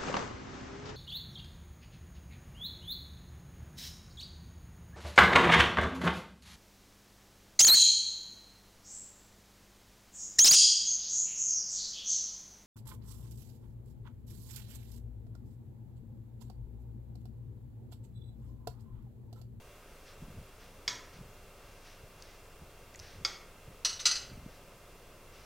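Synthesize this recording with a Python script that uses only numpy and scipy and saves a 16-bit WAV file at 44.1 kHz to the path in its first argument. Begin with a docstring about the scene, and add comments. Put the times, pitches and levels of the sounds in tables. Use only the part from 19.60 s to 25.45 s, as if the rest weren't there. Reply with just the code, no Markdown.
"""An operating room: a steel instrument snaps shut twice, its catch ringing over a noisy crack.
Then two instruments are laid on a pile of others, bouncing and clinking as the pile clatters.
Small ticks of the tips, soft swishes of cloth and dull handling bumps lie between, over steady
ventilation. Hard walls answer each click; one microphone feeds both channels, each with a faint
hiss of its own."""
import sys
import numpy as np
from scipy import signal
from scipy.fft import rfft, irfft, next_fast_len
from scipy.io import wavfile

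SR = 44100
rng = np.random.default_rng(int(sys.argv[2]) if len(sys.argv) > 2 else 0)


def file_out(sig):
    """Save sig as 16-bit WAV at sys.argv[1]."""
    # one column per channel
    cols = np.atleast_2d(sig).T
    # limit, then scale
    lim = np.clip(cols, -1, 1)
    pcm = np.round(lim * 32767).astype(np.int16)
    wavfile.write(sys.argv[1], SR, pcm)


N = 258070
TIME = np.arange(N) / SR  # scene clock [s]
AGE = np.arange(SR) / SR  # clock of a one-shot [s]

# reverb of the hard walls: (frequency [Hz], t60 [s])
WALL_DECAY = [(300, 0.94), (1200, 0.77), (2300, 0.63), (4000, 0.41), (7000, 0.42), (14000, 0.39)]
# tone of the air flow: (frequency [Hz], relative density [dB])
AIR_SPECTRUM = [(120, -2), (200, -7.5), (333, -5.5), (400, -2), (564, -0.5), (755, -9), (1280, -7),
                (1710, -14.5), (2450, -13), (2780, -13), (3030, -18), (3270, -14), (3800, -19.5),
                (5800, -20), (15500, -30.5)]
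# hum of fans and motors: (frequency [Hz], level [dB])
FAN_TONES = [(23.9, -59.5), (47.8, -70), (96, -73), (388, -73), (710.6, -74), (1583, -78), (2099, -77.5),
             (2735, -74.5)]
# low end of the handling: (frequency [Hz], relative density [dB])
RUMBLE_SPECTRUM = [(25, -3.5), (45, 4.5), (80, 1.5), (150, -4), (250, -11), (400, -21), (800, -71)]
# movements of hands and arms: (peak time [s], relative level [dB], length [s])
HAND_MOVES = [(0.662, -46.5, .11), (.78, -47.5, 0.062), (1.62, -53, .14), (3.03, -51.5, 0.052),
              (3.587, -49.5, .08), (4.087, -55, 0.049), (4.76, -49, .18), (5.519, -61, .06)]
# dull bumps that stand out: (time [s], level [dB], pitch [Hz])
DULL_BUMPS = [(0.627, -39.5, 150), (.685, -43, 210), (.778, -40, 86.4), (1.611, -39, 141),
              (2.44, -46.5, 118), (3.412, -44.5, 88), (4.085, -42.5, 105), (4.73, -45, 180),
              (4.864, -36.5, 202)]
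# tone of sliding cloth: (frequency [Hz], relative density [dB])
CLOTH_SPECTRUM = [(500, -23), (1500, 3.5), (3500, -1.5), (5800, 0), (7500, -16), (12000, -22.5)]
# strokes over cloth: (peak time [s], level [dB], length [s])
CLOTH_STROKES = [(0.477, -59, 0.062), (1.025, -61.5, 0.076), (1.54, -59.5, .05), (2.075, -66, 0.22),
                 (2.276, -60, 0.094), (2.644, -61.5, .15), (3.45, -56.5, 0.13), (4.914, -64.5, 0.092),
                 (5.772, -61.5, 0.16)]
# light touches of the tips: (time [s], level [dB], pitch [Hz], half-width [octaves])
TIP_TOUCHES = [(2.623, -40.5, 5000, .24), (3.3425, -49, 5700, .2), (3.3482, -40.5, 1980, 0.1),
               (3.3585, -48.5, 6500, 0.15), (3.392, -42, 5270, 0.22), (3.3987, -42, 5500, 0.18),
               (4.3946, -27, 3800, 0.072)]
# dense modes of the pile: (frequency [Hz], relative density [dB])
PILE_SPECTRUM = [(290, -58), (500, -26), (901, -22), (1410, -12), (1800, -15.5), (1960, -12), (2430, -18),
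                 (2650, -10), (3680, -12.5), (4190, -3.5), (5350, -9), (6270, -2), (6830, -17),
                 (7890, -16.5), (15500, -40)]
# modes of the small and the large instrument: (frequency [Hz], relative level [dB], free t60 [s])
SMALL_STEEL_MODES = [(2981, -13, .25), (3900, -6, .2), (4113, -5, .2), (4317, -9, .3), (4554, -4, .12),
                     (5076, -12, .4), (5443, -11, .2), (5705, -3, .3), (5890, -3, .15), (6202, -6, .2),
                     (6330, -9, .15), (7863, -19, .2), (9200, -23, .25), (9980, -24, .25)]
LARGE_STEEL_MODES = [(1249, -21, .5), (1410, -19, .3), (1900, -20, .3), (1997, -23, .5), (2304, -25, .4),
                     (2616, -12, .75), (2875, -18, .5), (3400, -16, .3), (3860, -13, .3), (4077, 0, .28),
                     (4322, -1, .22), (4725, -3, .6), (5001, -11, .35), (5056, -6, .28), (5438, -15, .3),
                     (5705, -8, .3), (6013, -13, .38), (6210, -6, .44), (6270, -6, .32), (6556, -16, .35),
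                     (7207, -19, .4), (7342, -14, .55), (7863, -18, .28), (8140, -20, .3), (8366, -20, .3),
                     (8790, -21, .3), (9707, -24, .35), (11880, -31, .2)]
# their contacts with the pile: (time [s], ring level [dB], clatter level [dB], clatter t60 [s])
SMALL_CONTACTS = [(4.2483, -24, -27, 0.08), (4.2522, -32, -26, 0.069), (4.2935, -39, -38, 0.14),
                  (4.329, -37, -55, .06)]
LARGE_CONTACTS = [(4.3990, -45.5, -37, 0.12), (4.4545, -23.5, -29.5, 0.069), (4.4565, -18.5, -22.5, 0.12),
                  (4.4683, -32.5, -40, 0.057), (4.5125, -27, -28.5, 0.048), (4.5545, -40, -37, .14)]
# ring of the catch: (frequency [Hz], relative level [dB], t60 [s])
CATCH_MODES = [(1320, -21, .04), (2190, -6, .02), (3400, 0, .012), (4780, 0, .018), (5300, -2, .018),
               (6600, -8, .01)]
# tone of its crack: (frequency [Hz], relative density [dB])
CRACK_SPECTRUM = [(300, -8.5), (900, -7), (1350, -2.5), (1750, -6.5), (2200, -2), (2750, -14), (3450, 2),
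                  (4300, -2), (5300, -1.5), (6700, -3.5), (8000, -16), (9300, -27), (11500, -22.5),
                  (15500, -32)]
# two snaps, the second with a rebound: (time [s], ring level [dB], crack level [dB], crack t60 [s])
CATCH_SNAPS = [(1.2781, -15.5, -26, 0.047), (3.649, -14, -26, 0.039), (3.6548, -26, -35, 0.02)]


def amp(db):
    """Decibels to gain."""
    return 10 ** (np.asarray(db) / 20)


def unit(x):
    """Scale to rms 1."""
    return x / np.sqrt(np.mean(x ** 2) + 1e-20)


def along(points, hz):
    """Read a curve of (frequency [Hz], value) points on a log axis."""
    freqs, values = np.transpose(points)
    return np.interp(np.log(hz + 1), np.log(freqs + 1), values)


def filtered(x, response):
    """EQ x with a gain that depends on frequency."""
    n = x.shape[-1]
    padded = next_fast_len(n + SR // 2)
    return irfft(rfft(x, padded) * response(np.fft.rfftfreq(padded, 1 / SR)), padded)[..., :n]


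def noise(spectrum, size):
    """Coloured noise of rms 1."""
    return unit(filtered(rng.standard_normal(size), lambda hz: amp(along(spectrum, hz))))


def fade(t60, t=AGE):
    """A decay that loses 60 dB in t60 seconds."""
    return np.exp(-np.log(1000) * t / t60)


def swell(at, rise, fall):
    """A smooth envelope that peaks at the given time."""
    return np.exp(-((TIME - at) / np.where(TIME < at, rise, fall)) ** 2 / 2)


def add(track, at, sound):
    """Mix a one-shot into a track at a time in seconds."""
    part = track[max(round(at * SR), 0):][:len(sound)]
    part += sound[:len(part)]


def ring(modes):
    """Struck steel rings freely as decaying sines, starting at rms 1."""
    hz, db, t60 = np.transpose(modes)[:, :, None]
    phase = rng.uniform(0, 2 * np.pi, db.shape)
    partials = amp(db) * fade(t60) * np.sin(2 * np.pi * hz * AGE + phase)
    return np.sum(partials, 0) / np.sqrt(np.sum(amp(db) ** 2) / 2)


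def room(x, wet_db, early_db):
    """The direct sound, early reflections off nearby surfaces and the diffuse tail of the walls."""
    hz, t, bands = signal.stft(rng.standard_normal(SR), SR, nperseg=256)
    bands = bands * fade(along(WALL_DECAY, hz)[:, None], t)
    tail = signal.istft(bands, SR, nperseg=256)[1][:SR]
    tail *= 1 - np.exp(-AGE / 0.0066)  # the reverb builds up
    impulse = amp(wet_db) * tail / np.linalg.norm(tail)
    delays = rng.uniform(0.0034, .013, size=10)
    impulse[(delays * SR).astype(int)] += amp(early_db) * rng.choice([-1, 1], size=10) / np.sqrt(10)
    return x + signal.fftconvolve(x, impulse)[:N]


def ventilation(air_db=-57):
    """The bed: steady air flow under the slightly wavering hum of fans and motors."""
    out = amp(air_db) * noise(AIR_SPECTRUM, N)
    for hz, db in FAN_TONES:
        drift = np.cumsum(rng.standard_normal(N)) / np.sqrt(SR)
        out += amp(db) * np.sqrt(2) * np.sin(2 * np.pi * hz * TIME + drift)
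    return out


def jostles(per_second=45, boost_db=1.5, pitch_hz=175, scatter_octaves=.35):
    """Small pushes scattered through each movement: (time [s], level [dB], pitch [Hz])."""
    pushes = []
    for at, db, length in HAND_MOVES:
        draws = rng.standard_normal((32, 3))[:round(per_second * length)]
        for offset, accent, detune in draws:
            hz = pitch_hz * 2 ** (scatter_octaves * detune)
            pushes.append((at + offset * length / 3, db + boost_db + 2 * accent, hz))
    return pushes


def handling(rumble_trim_db=-2.5, floor_db=-63, push_cycles=1.34):
    """Soft pushes of a cycle or two, on a low rumble that swells as hands and arms move."""
    effort = sum(amp(db) * swell(at, length / 2, length / 2) for at, db, length in HAND_MOVES)
    out = np.hypot(amp(rumble_trim_db) * effort, amp(floor_db)) * noise(RUMBLE_SPECTRUM, N)
    t = AGE - .5  # each push peaks midway through its one-shot
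    for at, db, pitch in DULL_BUMPS + jostles():
        envelope = np.exp(-(2 * t * pitch / push_cycles) ** 2)
        tone = np.sin(2 * np.pi * pitch * t + rng.uniform(0, 2 * np.pi))
        add(out, at - .5, amp(db) * envelope * tone)
    return out


def cloth_swishes(rise_share=0.26):
    """Cloth slides softly: each stroke swells quickly and tails off more slowly."""
    envelope = sum(amp(db) * swell(at, rise_share * length, (1 - rise_share) * length)
                   for at, db, length in CLOTH_STROKES)
    return envelope * noise(CLOTH_SPECTRUM, N)


def tip_ticks(t60=0.015):
    """The tips touch lightly, each tick a short noise burst through one resonance."""
    out = np.zeros(N)
    for at, db, pitch, octaves in TIP_TOUCHES:
        white = rng.standard_normal(SR)
        burst = filtered(white, lambda hz: 1 / (1 + (np.log2((hz + 1) / pitch) / octaves) ** 2))
        add(out, at, amp(db) * unit(burst) * fade(t60))
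    return room(out, wet_db=-12, early_db=-21)


def clinks(contacts, modes, damping_t60, attack_s=0.0003):
    """An instrument lands and bounces: its ring is choked by the pile, which clatters briefly."""
    out = np.zeros(N)
    onset = 1 - np.exp(-AGE / attack_s)
    for at, ring_db, clatter_db, t60 in contacts:
        steel = amp(ring_db) * ring(modes) * fade(damping_t60)
        pile = amp(clatter_db) * noise(PILE_SPECTRUM, SR) * fade(t60)
        add(out, at, (steel + pile) * onset)
    return out


def instruments_laid_down():
    """A small instrument, then a large one, land in the same place and share its reverb."""
    small = clinks(SMALL_CONTACTS, SMALL_STEEL_MODES, damping_t60=0.1)
    large = clinks(LARGE_CONTACTS, LARGE_STEEL_MODES, damping_t60=0.18)
    return room(small + large, wet_db=-6.5, early_db=-5.5)


def catch_snaps(attack_s=0.00096):
    """The catch snaps shut: its tight ring stays mostly dry, while the crack fills the room."""
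    rings, cracks = np.zeros((2, N))
    onset = 1 - np.exp(-AGE / attack_s)
    for at, ring_db, crack_db, t60 in CATCH_SNAPS:
        add(rings, at, amp(ring_db) * ring(CATCH_MODES) * onset)
        add(cracks, at, amp(crack_db) * noise(CRACK_SPECTRUM, SR) * fade(t60) * onset)
    return room(rings, wet_db=-10.5, early_db=-9.5) + room(cracks, wet_db=-2, early_db=-10)


def scene():
    """All layers meet at one microphone, panned centre."""
    steel = catch_snaps() + instruments_laid_down() + tip_ticks()
    mono = steel + cloth_swishes() + handling() + ventilation()
    return np.array([mono, mono])


def record(dry, hiss_low_cut_hz=350, high_cut_hz=15900):
    """Each channel adds its own thin hiss, then a brick-wall high cut trims the mix."""
    hiss = amp(-64) * rng.standard_normal(dry.shape)
    hiss = filtered(hiss, lambda hz: hz ** 3 / (hz ** 3 + hiss_low_cut_hz ** 3))
    return filtered(dry + hiss, lambda hz: hz < high_cut_hz)


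dry = scene()
out = record(dry)
file_out(out)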